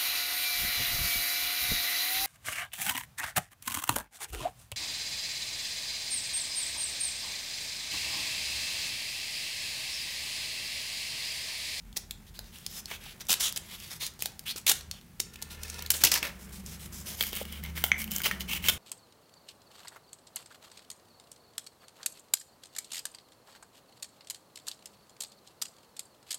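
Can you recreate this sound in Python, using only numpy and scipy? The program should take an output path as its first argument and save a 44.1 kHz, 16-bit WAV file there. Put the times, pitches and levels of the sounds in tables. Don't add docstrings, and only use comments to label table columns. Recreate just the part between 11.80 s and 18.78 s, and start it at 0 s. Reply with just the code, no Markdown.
import sys
import numpy as np
from scipy import signal
from scipy.fft import rfft, irfft, next_fast_len
from scipy.io import wavfile
from scipy.ndimage import map_coordinates

SR = 44100
rng = np.random.default_rng(int(sys.argv[2]) if len(sys.argv) > 2 else 0)


def master_out(mix):
    frames = np.transpose(np.atleast_2d(mix))
    ceiling = np.clip(frames, -1, 1)
    pcm = np.round(ceiling * 32767).astype(np.int16)
    wavfile.write(sys.argv[1], SR, pcm)


def decibels_to_gain(level_db):
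    exponent = np.asarray(level_db, float) / 20
    return 10 ** exponent


N = 307818


def unit(x):
    return x / np.sqrt(np.mean(x ** 2, axis=-1, keepdims=True) + 1e-20)


def along(points, hz):
    f, v = np.transpose(points)
    return np.interp(np.log(hz + 1), np.log(f + 1), v)


def curves(rows):
    s, *cols = np.transpose(rows)
    return [np.interp(np.arange(N) / SR, s, c) for c in cols]


def wobble(rate, n=None):
    n = n or N
    return map_coordinates(rng.standard_normal(int(n * rate / SR) + 4), [np.arange(n) * rate / SR])


def filtered(x, response):
    n = x.shape[-1]
    m = next_fast_len(n + 4096)
    return irfft(rfft(x, m) * response(np.fft.rfftfreq(m, 1 / SR)), m)[..., :n]


def peak(f, centre_hz, width_hz):
    return 1j * f * width_hz / (centre_hz ** 2 - f * f + 1j * f * width_hz)


def modes(f, table):
    return 1 + sum(decibels_to_gain(db) * peak(f, hz, width) for hz, width, db in table)


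def place(pieces, starts):
    out = np.zeros(N + SR)
    for piece, s in zip(pieces, starts):
        out[round(s * SR):][:len(piece)] += piece
    return out[:N]


def fibres(n, spiky_db, clump_db, ticks=45):
    size = decibels_to_gain(spiky_db * np.minimum(rng.exponential(size=n), 4) + clump_db * wobble(170, n))
    tick = (rng.random(n) < ticks / SR) * rng.uniform(5, 13, n)
    return size * rng.standard_normal(n) + np.convolve(tick, rng.standard_normal(12))[:n] / 3


# freq_hz, gain_db
SHEET = [(250, 5), (600, -1), (1200, -2), (2000, -2), (3500, -1.5), (6000, -7), (9000, -12.5), (16000, -10)]
# freq_hz, gain_db
HISS = [(2500, -101), (5000, -4), (8000, 0.5), (12000, 1), (15800, -7.5)]
BLADE_DOWN_S = 3.05
SLIT_HZ, PULL_HZ = 2300, 700


def stroke(start, end, db, crest, ring_hz, hiss_db):
    sawing = start < BLADE_DOWN_S
    n = round((end - start) * SR)
    u = np.arange(n) / n
    force = np.clip((db + 42.5) / 28, 0, 1)
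    edge = .005 / (end - start)
    soft = .22 * (1 - force)
    rise = np.clip(u / (edge + soft * crest), 0, 1)
    fall = np.clip((1 - u) / (edge + soft * (1 - crest)), 0, 1)
    swell = decibels_to_gain(-17 * np.abs(u - crest) ** 1.38) * rise * fall
    long = SR // 3
    tear = fibres(long, spiky_db=1.6 + force, clump_db=1.3 + 1.2 * force, ticks=50 * (1 - force) ** 3)[:n]
    bend_db = 2.2 * rng.standard_normal(44)
    thin_hz = SLIT_HZ if sawing else PULL_HZ

    def bend(f):
        return decibels_to_gain(np.interp(f, np.linspace(0, SR / 2, len(bend_db)), bend_db))

    def body(hz):
        def response(f):
            flap = (1 + 1.5 * np.abs(peak(f, hz, .22 * hz))) * f / np.hypot(f, thin_hz)
            return bend(f) * decibels_to_gain(along(SHEET, f)) * flap
        return filtered(tear, response)

    glide = .22 if sawing else 0
    sheet = (1 - u) * body(ring_hz * (1 - glide)) + u * body(ring_hz * (1 + glide))
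    hiss = filtered(tear, lambda f: bend(f) * decibels_to_gain(along(HISS, f))) * decibels_to_gain(1.0 * wobble(66, long)[:n])
    sheet = unit(sheet) * decibels_to_gain(1.74 * wobble(36, long)[:n])
    return decibels_to_gain(db) * swell * (sheet + decibels_to_gain(hiss_db - 4.5) * unit(hiss))


# start_s, end_s, level_db, sheet_hz, hiss_db
EVEN = [(.159, .187, -36.5, 5500, -8), (.459, .505, -56.5, 3620, -8), (1.067, 1.178, -42.5, 2200, -15),
        (1.19, 1.345, -46, 3600, -12), (1.397, 1.431, -43.5, 3700, -17), (1.483, 1.548, -31, 4060, 2.5),
        (1.95, 2.13, -48.5, 3740, -2), (2.194, 2.291, -36.5, 5000, -5), (2.391, 2.48, -45, 5140, -10),
        (2.653, 2.732, -38, 3530, -5), (2.863, 2.93, -26, 5600, -1), (3.114, 3.205, -54, 3070, -17),
        (3.786, 4.04, -49.5, 5270, -4), (4.578, 4.673, -56, 6500, 3), (4.849, 4.976, -49, 6330, 1),
        (4.98, 5.084, -51.5, 3250, 6), (5.355, 5.52, -41, 3460, 6), (5.651, 5.814, -47.5, 3040, -7),
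        (6.301, 6.414, -37.5, 7200, -5), (6.675, 6.79, -33.5, 2900, -1.5), (5.514, 5.64, -38, 2900, -1),
        (6.447, 6.475, -24, 2244, -20)]
# start_s, end_s, level_db, sheet_hz, hiss_db
TUGS = [(.536, .593, -52.5, 4420, -12), (.632, .737, -56.5, 5000, -13), (.718, .9, -54, 3800, -5),
        (1.595, 1.708, -31.5, 5600, 0), (2.097, 2.19, -41.5, 6760, -10), (3.696, 3.769, -49.5, 3900, 0),
        (4.102, 4.127, -32.5, 7560, 10), (4.714, 4.83, -53, 5250, 4.5), (5.118, 5.266, -50, 6150, 6),
        (5.252, 5.376, -43.5, 7260, 4.5), (5.823, 5.93, -44.5, 2080, -21), (5.951, 6.041, -37.5, 1640, -4),
        (6.035, 6.11, -51, 2900, 16), (6.179, 6.25, -38.5, 2200, 5), (6.434, 6.504, -30, 2900, 0.5),
        (6.596, 6.636, -36, 6810, -12), (6.882, 6.905, -18, 3350, -11), (6.905, 6.977, -46.5, 3140, 12)]
# start_s, end_s, level_db, sheet_hz, hiss_db
PUSHES = [
    (.869, 1.012, -43.5, 5070, -1.5),
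    (1.756, 1.781, -32.5, 5400, -7),
    (1.807, 1.97, -46.5, 2800, -4.5),
    (6.817, 6.883, -30, 2700, -3),
]
# start_s, end_s, level_db, sheet_hz, hiss_db
JOLTS = [(1.555, 1.595, -53, 4100, -7), (2.76, 2.807, -40.5, 6540, -2.5), (2.927, 3.03, -50, 5500, 8),
         (3.402, 3.44, -51, 6700, 2), (4.135, 4.25, -36.5, 2980, 3.5), (4.246, 4.295, -22, 5160, -5),
         (4.313, 4.4, -25.5, 5200, -2.5), (4.428, 4.52, -33, 1920, -27), (6.51, 6.57, -39.5, 2900, -10)]
CREST_EVEN, CREST_TUG, CREST_PUSH, CREST_JOLT = 0.53, .28, 0.89, 0.019


def strokes():
    kinds = [(EVEN, CREST_EVEN), (TUGS, CREST_TUG), (PUSHES, CREST_PUSH), (JOLTS, CREST_JOLT)]
    rows = []
    for table, crest in kinds:
        rows += [(start, end, db, crest, hz, hiss) for start, end, db, hz, hiss in table]
    rows.sort()
    return place([stroke(*row) for row in rows], [row[0] for row in rows])


def whistle(start, end, db, first_hz, last_hz):
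    n = round((end - start) * SR)
    u = np.arange(n) / n
    width_hz = 520
    slow = filtered(rng.standard_normal((2, SR // 5)), lambda f: 1 / (1 + (f / width_hz) ** 2))[:, :n]
    turn = 2 * np.pi * np.cumsum(first_hz + (last_hz - first_hz) * u) / SR
    return decibels_to_gain(db) * np.sin(np.pi * u ** 1.2) * unit(slow[0] * np.cos(turn) + slow[1] * np.sin(turn))


# start_s, end_s, level_db, sheet_hz, hiss_db
CLUMPS = [(1.491, 1.502, -25, 3600, -3), (1.5, 1.513, -21, 6200, -2), (1.513, 1.523, -22, 3600, 2),
          (1.523, 1.536, -23, 3800, 0), (1.535, 1.545, -22, 3800, 0), (2.864, 2.874, -20, 3200, -1),
          (2.874, 2.886, -20, 5300, -2), (2.891, 2.906, -21, 5200, 5), (2.91, 2.927, -22, 5500, 0),
          (2.776, 2.79, -38, 5600, 0), (6.894, 6.903, -18, 3100, -2), (4.203, 4.235, -38, 5500, 0),
          (1.597, 1.615, -29, 5600, -4), (4.238, 4.25, -22, 2500, 2), (3.53, 3.55, -50, 4000, 2),
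          (4.135, 4.147, -30, 4600, -3)]
# start_s, end_s, level_db, first_hz, last_hz
WHISTLES = [(2.654, 2.732, -35.5, 2300, 5000), (1.598, 1.705, -33, 3300, 3500),
            (2.2, 2.27, -41, 3000, 5600), (.535, .595, -56, 3800, 4600), (1.22, 1.335, -52, 2600, 3200)]


def slips():
    clumps = [stroke(start, end, db, CREST_EVEN, hz, hiss) for start, end, db, hz, hiss in CLUMPS]
    return place(clumps + [whistle(*row) for row in WHISTLES], [row[0] for row in CLUMPS + WHISTLES])


# time_s, peak_db, ring_hz, hiss_db
SNAGS = [(.1279, -33.5, 4050, -23), (.1734, -16.5, 5500, -1.5), (.3092, -20, 3550, -3.5),
         (.8642, -14.5, 5050, -16.5), (1.057, -16.5, 4800, -34), (1.4083, -25, 5360, -26),
         (1.4147, -26, 3730, -25), (1.4688, -31, 6180, -11), (1.5408, -14, 4030, -17),
         (1.7616, -20, 5440, -6), (1.7745, -13, 8200, -10), (2.2652, -21.5, 5100, -5),
         (2.4053, -28, 5200, -27), (2.4577, -19, 4500, 1.5), (2.594, -40, 5600, 8), (2.8666, -16, 3070, -1),
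         (3.0093, -26, 4000, -21), (3.1124, -15.5, 4700, -27), (3.2126, -38, 3350, -13)]
# time_s, peak_db, ring_hz, hiss_db
RATTLES = [(3.4001, -9.5, 6040, -17.5), (3.557, -29, 3200, -16), (3.6236, -19, 6400, -13),
           (3.8327, -23.5, 5960, -12), (3.8988, -17, 6600, -25), (3.9423, -25.5, 5100, -18),
           (4.0223, -27.5, 2640, 0), (4.0615, -22.5, 4330, -10), (4.1035, -16, 6650, 12),
           (4.1144, -25, 8000, -20), (4.138, -22, 4580, -21), (4.2368, -7, 5950, 3.5),
           (4.3166, -6.5, 5300, -14), (4.3579, -11.5, 1990, -13), (4.4279, -8.5, 2420, -26)]
# time_s, peak_db, ring_hz, hiss_db
CREASES = [(4.8623, -24, 6404, -17), (5.4087, -5.5, 3316, -13), (5.4154, -17, 3380, -3),
           (5.4364, -14.5, 2280, -7), (5.5538, -28, 2180, -5), (5.5646, -28, 3045, -12),
           (5.725, -31, 3150, 5), (5.8377, -26, 2200, 3.5), (5.8614, -24.5, 2770, -18),
           (6.1173, -17, 2600, -40), (6.2174, -32, 2200, 15.5), (6.2421, -26, 2760, 4),
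           (6.3104, -27, 7430, 2), (6.3167, -16.5, 7300, -4), (6.383, -28.5, 2930, 13.5),
           (6.418, -21, 2210, -1), (6.4353, -21, 3060, -1), (6.6066, -17.5, 2840, -4),
           (6.841, -16, 2720, -13), (6.8689, -28, 2940, -6), (6.8846, -8, 3083, -3), (6.8952, -9, 3200, -3)]
# time_s, peak_db, ring_hz, hiss_db
BUCKLES = [(.169, -14.5, 5210, -12), (.5911, -23, 4440, -6.5), (1.1034, -29, 4970, -22),
           (1.1124, -23.5, 2200, -26), (1.1165, -22, 2110, -36),            (2.2273, -25, 5100, -16),
           (2.3922, -33, 5530, -9), (2.4226, -17, 3000, 1), (2.7609, -19, 5490, -15),
           (3.1394, -34, 3820, -28), (3.9909, -22, 4550, -19), (4.2484, -12, 5550, 6),
           (4.3393, -12.5, 3147, -0.5), (5.4258, -13, 3340, -3), (5.5303, -18, 3270, -6),
           (5.653, -24, 3130, -9), (5.9668, -32, 2900, -16), (5.9761, -17.5, 1682, -16),
           (6.0397, -4, 2900, -7), (6.2776, -24, 2782, -12), (6.3619, -8.5, 6970, -15),
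           (6.403, -17.5, 1350, -19), (6.5123, -10, 1890, -26), (6.7331, -12, 2726, -22)]
THUD_SNAG_DB, THUD_RATTLE_DB, THUD_CREASE_DB, THUD_BUCKLE_DB = -25.5, -30.5, -29, -13
THUD_SHRINKS = 0.33
SHIVER_S, SHIVER_DB = 0.0076, -22
# start_s, end_s
KNIFE = (3.39, 4.45)


def snaps():
    kinds = [(SNAGS, THUD_SNAG_DB), (RATTLES, THUD_RATTLE_DB),
             (CREASES, THUD_CREASE_DB), (BUCKLES, THUD_BUCKLE_DB)]
    rows = [(*row, thud) for table, thud in kinds for row in table]
    s, db, ring_hz, hiss_db, thud_db = np.transpose(rows)[:, :, None]
    thud_db = thud_db - THUD_SHRINKS * (db + 20.5)
    t = np.arange(2048) / SR
    knife = (s > KNIFE[0]) & (s < KNIFE[1])
    life_s = np.where(knife, .0016, .00078) * decibels_to_gain(0.022 * (db + 12.5))
    shiver = decibels_to_gain(SHIVER_DB) * np.exp(-t / SHIVER_S) * (1 - np.exp(-t / life_s))
    release = (t / life_s) ** 2 * np.exp(.6 - 1.6 * t / life_s)
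    burst = (release + shiver) * rng.standard_normal((len(s), len(t)))
    burst[:, 44] += .7

    def top(x):
        return x / np.abs(x).max(axis=1, keepdims=True)

    ring = filtered(burst, lambda f: peak(f, ring_hz, .34 * ring_hz))
    crack = filtered(burst, lambda f: peak(f, 5630, 13500) ** 2)
    thud = filtered(burst, lambda f: peak(f, 900, 2200) ** 2)
    hiss = filtered(burst, lambda f: peak(f, 13160, 14400) ** 2)
    sharp = decibels_to_gain(hiss_db - 3) * top(hiss) + decibels_to_gain(0.79 * hiss_db) * top(crack)
    return place(decibels_to_gain(db) * (0.48 * top(ring) + decibels_to_gain(thud_db) * top(thud) + sharp), s[:, 0] - .0005)


# time_s, peak_db, ring_hz, t60_s
POPS = [(6.1173, -1.5, 2200, .011), (6.1173, -15, 6100, .007), (6.1173, -10, 2950, .005),
        (6.0405, -17, 1400, .008), (6.0402, -14, 12500, .004), (6.041, -21, 700, .012),
        (6.5124, -14, 1900, .008), (1.113, -31, 950, .02), (1.114, -31, 2250, .03), (3.621, -42, 880, .03),
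        (.169, -35, 800, .015), (4.237, -19, 1550, .015), (.59, -37, 1600, .01), (.59, -40, 600, .015),
        (2.458, -28, 800, .012), (2.458, -26, 1600, .008), (3.399, -35, 380, .03), (5.409, -17, 3200, .025)]


def pops():
    s, db, hz, t60 = np.transpose(POPS)[:, :, None]
    t = np.arange(2048) / SR
    rise_s = .0003
    return place(decibels_to_gain(db - 60 * t / t60) * (1 - np.exp(-t / rise_s)) * np.sin(2 * np.pi * hz * t), s[:, 0])


# time_s, peak_db, centre_hz
TICKS = [(0.7863, -34, 5900), (1.2395, -34, 7000), (1.4009, -34, 4900), (1.4148, -27, 4600),
         (1.4534, -39, 6000), (1.4875, -19, 5400), (1.7253, -20, 7900), (2.0016, -29, 7600),
         (2.3383, -41, 9000), (2.3981, -32, 6000), (2.4038, -34, 6000), (2.4096, -29, 7400),
         (2.4355, -27, 7500), (2.4683, -29, 7000), (2.5203, -39, 7100), (2.5935, -20, 9800),
         (2.6391, -42, 9000), (2.7692, -32, 8000), (2.7775, -28, 6700), (2.7999, -34, 8000),
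         (2.8148, -40, 9000), (3.3971, -29, 4100), (3.6178, -30, 5200), (3.8819, -30, 5800),
         (4.0733, -26, 13600), (4.1155, -15, 8700), (5.3982, -23, 7000), (5.4483, -24, 11000),
         (5.4687, -19, 12100), (5.4768, -29, 12000), (5.5144, -29, 8300), (5.525, -25, 9100),
         (5.5536, -19, 11300), (5.5646, -14, 10100), (5.5724, -21, 11500), (5.627, -25, 11300),
         (5.6299, -26, 12000), (5.6833, -34, 10400), (5.9682, -24, 6500), (6.0115, -32, 11400),
         (6.0198, -31, 7000), (6.0472, -13, 10700), (6.0545, -18, 11000), (6.0651, -18, 11400),
         (6.087, -26, 10300), (6.1049, -34, 10000), (6.1816, -20, 13200), (6.2746, -33, 9900),
         (6.3272, -25, 8600), (6.3372, -18, 10300), (6.3489, -25, 8200), (6.3531, -21, 11100),
         (6.3579, -21, 12000), (6.3658, -15, 11000), (6.3964, -24, 11200), (6.4227, -24, 10000),
         (6.4871, -24, 5900), (6.5982, -32, 10100), (6.8261, -28, 5700), (6.8982, -7, 4800)]
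TICK_S, TICK_DB, TICK_WIDE = .00022, 0.1, 1.6


def ticks():
    s, db, hz = np.transpose(TICKS)[:, :, None]
    u = np.arange(256) / SR / TICK_S
    noise = rng.standard_normal((len(s), len(u)))
    burst = filtered(u * np.exp(-u) * noise, lambda f: peak(f, hz, TICK_WIDE * hz))
    burst /= np.abs(burst).max(axis=1, keepdims=True)
    return place(decibels_to_gain(db + TICK_DB) * burst, s[:, 0] - TICK_S)


# start_s, end_s, level_db
SCRAPE = (3.45, 4.09, -59)
# freq_hz, width_hz, gain_db
SLIDING = [(458, 40, 3), (980, 40, -2), (1416, 22, 5), (1775, 26, 7), (2100, 50, 0), (2560, 60, 2),
           (2770, 380, -12)]


def scrape():
    start, end, db = SCRAPE
    n = round((end - start) * SR)
    u = np.arange(n) / n
    grains = fibres(SR, spiky_db=2.5, clump_db=3.5, ticks=30)[:n]
    sheet = filtered(grains, lambda f: sum(decibels_to_gain(g) * peak(f, hz, 1.8 * width) for hz, width, g in SLIDING))
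    level = decibels_to_gain(db + 7.8 * u + 2.5 * wobble(17.2, SR)[:n])
    gate = np.clip(np.minimum(u / 0.052, (1 - u) / 0.062), 0, 1)
    return place([level * gate * unit(sheet)], [start])


# freq_hz, width_hz, gain_db
CAVITY = [(2200, 130, 2), (3010, 300, 1.5), (14500, 2100, 3)]


def gaping_pouch(paper):
    opened = np.clip((np.arange(N) / SR - 5.2) / 0.25, 0, 1)
    return paper + opened * (filtered(paper, lambda f: 0.58 * modes(f, CAVITY)) - paper)


# time_s, peak_db, ring_hz
BUMPS = [(1.263, -37, 820), (1.494, -27, 800), (2.419, -53, 238), (2.758, -32, 337), (2.912, -20, 820),
         (3.398, -38, 860), (4.235, -22, 850), (4.319, -43, 700), (4.426, -30, 300.6), (5.409, -28.5, 485),
         (5.53, -28.5, 443.5), (5.614, -20, 550), (6.039, -22, 427)]
# time_s, peak_db, ring_hz, t60_s
DESK = [
    (4.238, -36, 305, 0.2),
    (4.24, -30.5, 127, 0.068),
    (1.5, -34, 212, 0.063),
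]
BUMP_T60_S = 0.017


def bumps():
    s, db, hz, t60 = np.transpose([(*row, BUMP_T60_S) for row in BUMPS] + DESK)[:, :, None]
    t = np.arange(4096) / SR
    ring = np.sin(2 * np.pi * hz * t) + 0.28 * np.sin(2 * np.pi * 1.4 * hz * t)
    return place(decibels_to_gain(db - 60 * t / t60) * (1 - np.exp(-t / 0.00083)) * ring, s[:, 0])


# time_s, level_db
FLEX = [(0.0, -67.5), (1.54, -59.5), (3.4, -67), (3.81, -59), (6.98, -56)]
# freq_hz, gain_db
POUCH = [(240, -47), (330, -1), (450, -5), (800, -12), (1400, -9.5), (2200, -10), (4000, -19)]


def flex():
    level_db, = curves(FLEX)
    creak = filtered(fibres(N, spiky_db=2.2, clump_db=2.0), lambda f: decibels_to_gain(along(POUCH, f)))
    return decibels_to_gain(level_db + 2.5) * unit(creak)


# freq_hz, t60_s
ROOM = [(300, 0.88), (2500, 0.31), (7000, 0.29), (15000, 0.15)]
TAIL_STEP_S = .14


def room(x):
    step = round(TAIL_STEP_S * SR)
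    parts = np.pad(x, (150, step))[:(N // step + 1) * step].reshape(-1, step)
    hz, t, z = signal.stft(rng.standard_normal((len(parts), SR // 2)), SR, nperseg=256)
    tails = signal.istft(z * decibels_to_gain(-60 * t / along(ROOM, hz)[:, None]), SR, nperseg=256)[1]
    tails /= np.linalg.norm(tails, axis=1, keepdims=True)
    return place(signal.fftconvolve(parts, tails, axes=1), np.arange(len(parts)) * step / SR)


# time_s, firing_hz, firing_db, upper_db
VEHICLE = [(2.9, 76.4, -63, -77), (3.1, 75.8, -48.5, -69), (3.3, 76.3, -86, -82), (3.8, 76.3, -47, -64),
           (4.19, 76.8, -48.5, -80), (4.5, 62.5, -52, -56.5), (4.97, 70.2, -51, -54),
           (5.56, 72.85, -50.5, -53), (5.9, 74, -40.5, -53), (6.2, 73.7, -46.5, -56),
           (6.48, 69.25, -53, -53), (6.6, 67.1, -44, -56), (6.75, 65.1, -48, -58), (6.98, 62.4, -50, -60)]
# multiple_of_firing, level_db
UPPER = [(1.359, -14), (2.03, 6.5), (2.25, -4), (2.681, -3), (2.972, 6.5)]
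# freq_hz, width_hz, gain_db
WINDOW = [(163, 14, 3), (192, 12, 12)]
# start_s, level_db
SECOND = (6.72, -41)
SECOND_HZ = 82


def vehicle():
    s = np.arange(N) / SR
    hz, firing_db, upper_db = curves(VEHICLE)
    turn = 2 * np.pi * np.cumsum(hz) / SR
    upper = sum(decibels_to_gain(db + 2.5 * wobble(2.5)) * np.sin(k * turn + .5 * wobble(6)) for k, db in UPPER)
    upper = unit(filtered(upper, lambda f: modes(f, WINDOW)))
    firing = np.sin(turn + 0.29 * wobble(3.9))
    start, second_db = SECOND
    fade_in = np.clip((s - start) / 0.1, 0, 1)
    second = decibels_to_gain(second_db) * fade_in * np.sin(2 * np.pi * SECOND_HZ * s + 0.64 * wobble(4.2))
    return decibels_to_gain(firing_db + 5.0) * firing + decibels_to_gain(upper_db - 0.5) * upper + second


def swell(middle, length, first_hz, last_hz, db):
    u = np.arange(round(length * SR)) / (length * SR)
    turn = 2 * np.pi * np.cumsum(first_hz + (last_hz - first_hz) * u) / SR + .3 * wobble(7, SR * 2)[:len(u)]
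    return decibels_to_gain(db + 1.5 * wobble(9, SR * 2)[:len(u)]) * np.sin(np.pi * u) * np.sin(turn)


# middle_s, length_s, first_hz, last_hz, level_db
SWELLS = [(4.82, .26, 190, 190, -47), (5.05, 1.0, 96, 102, -54), (5.0, .9, 143, 155, -53),
          (5.93, .34, 165, 165, -46), (6.23, .28, 216, 212, -44), (6.37, .26, 194, 190, -46),
          (6.57, .26, 192, 190, -42), (6.78, .3, 174, 170, -46)]


def swells():
    return place([swell(*row) for row in SWELLS], [middle - length / 2 for middle, length, *_ in SWELLS])


# time_s, rumble_db, drone_db
STREET = [(0.0, -51, -57), (2.27, -56.5, -59.5), (6.98, -54, -48)]
# freq_hz, density_db
HUSH = [(35, -45), (60, 3.5), (115, 2.5), (193, -5), (268, -26), (308, -18.5), (492, -42), (842, -18),
        (1040, -26), (16000, -30.5)]
HUSH_DB = -48.5


def street():
    rumble_db, drone_db = curves(STREET)
    noise = rng.standard_normal((3, N))
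    rumble = unit(filtered(noise[0], lambda f: peak(f, 43.7, 12.4) ** 2))
    drone = unit(filtered(noise[1], lambda f: peak(f, 171, 57) ** 2 + 0.57 * peak(f, 208.0, 47) ** 2))
    hush = unit(filtered(noise[2], lambda f: decibels_to_gain(along(HUSH, f))))
    return decibels_to_gain(rumble_db) * rumble + decibels_to_gain(drone_db - 0.5) * drone + decibels_to_gain(HUSH_DB - 7.5) * hush


def scene():
    paper = strokes() + snaps() + scrape() + slips() + ticks()
    paper = gaping_pouch(paper) + pops()
    near = paper + decibels_to_gain(-11.5) * room(paper) + bumps() + flex()
    return (near + vehicle() + swells() + street())[None]


def band_limit(x):
    return signal.sosfilt(signal.butter(12, 16970, fs=SR, output="sos"), x)


def record(dry):
    top_hz = 15750
    band = filtered(dry, lambda f: (f / (f + 12)) ** 2 * np.clip((top_hz - f) / 180 + 1, .012, 1))
    return band_limit(band)


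dry = scene()
out = record(dry)
master_out(out)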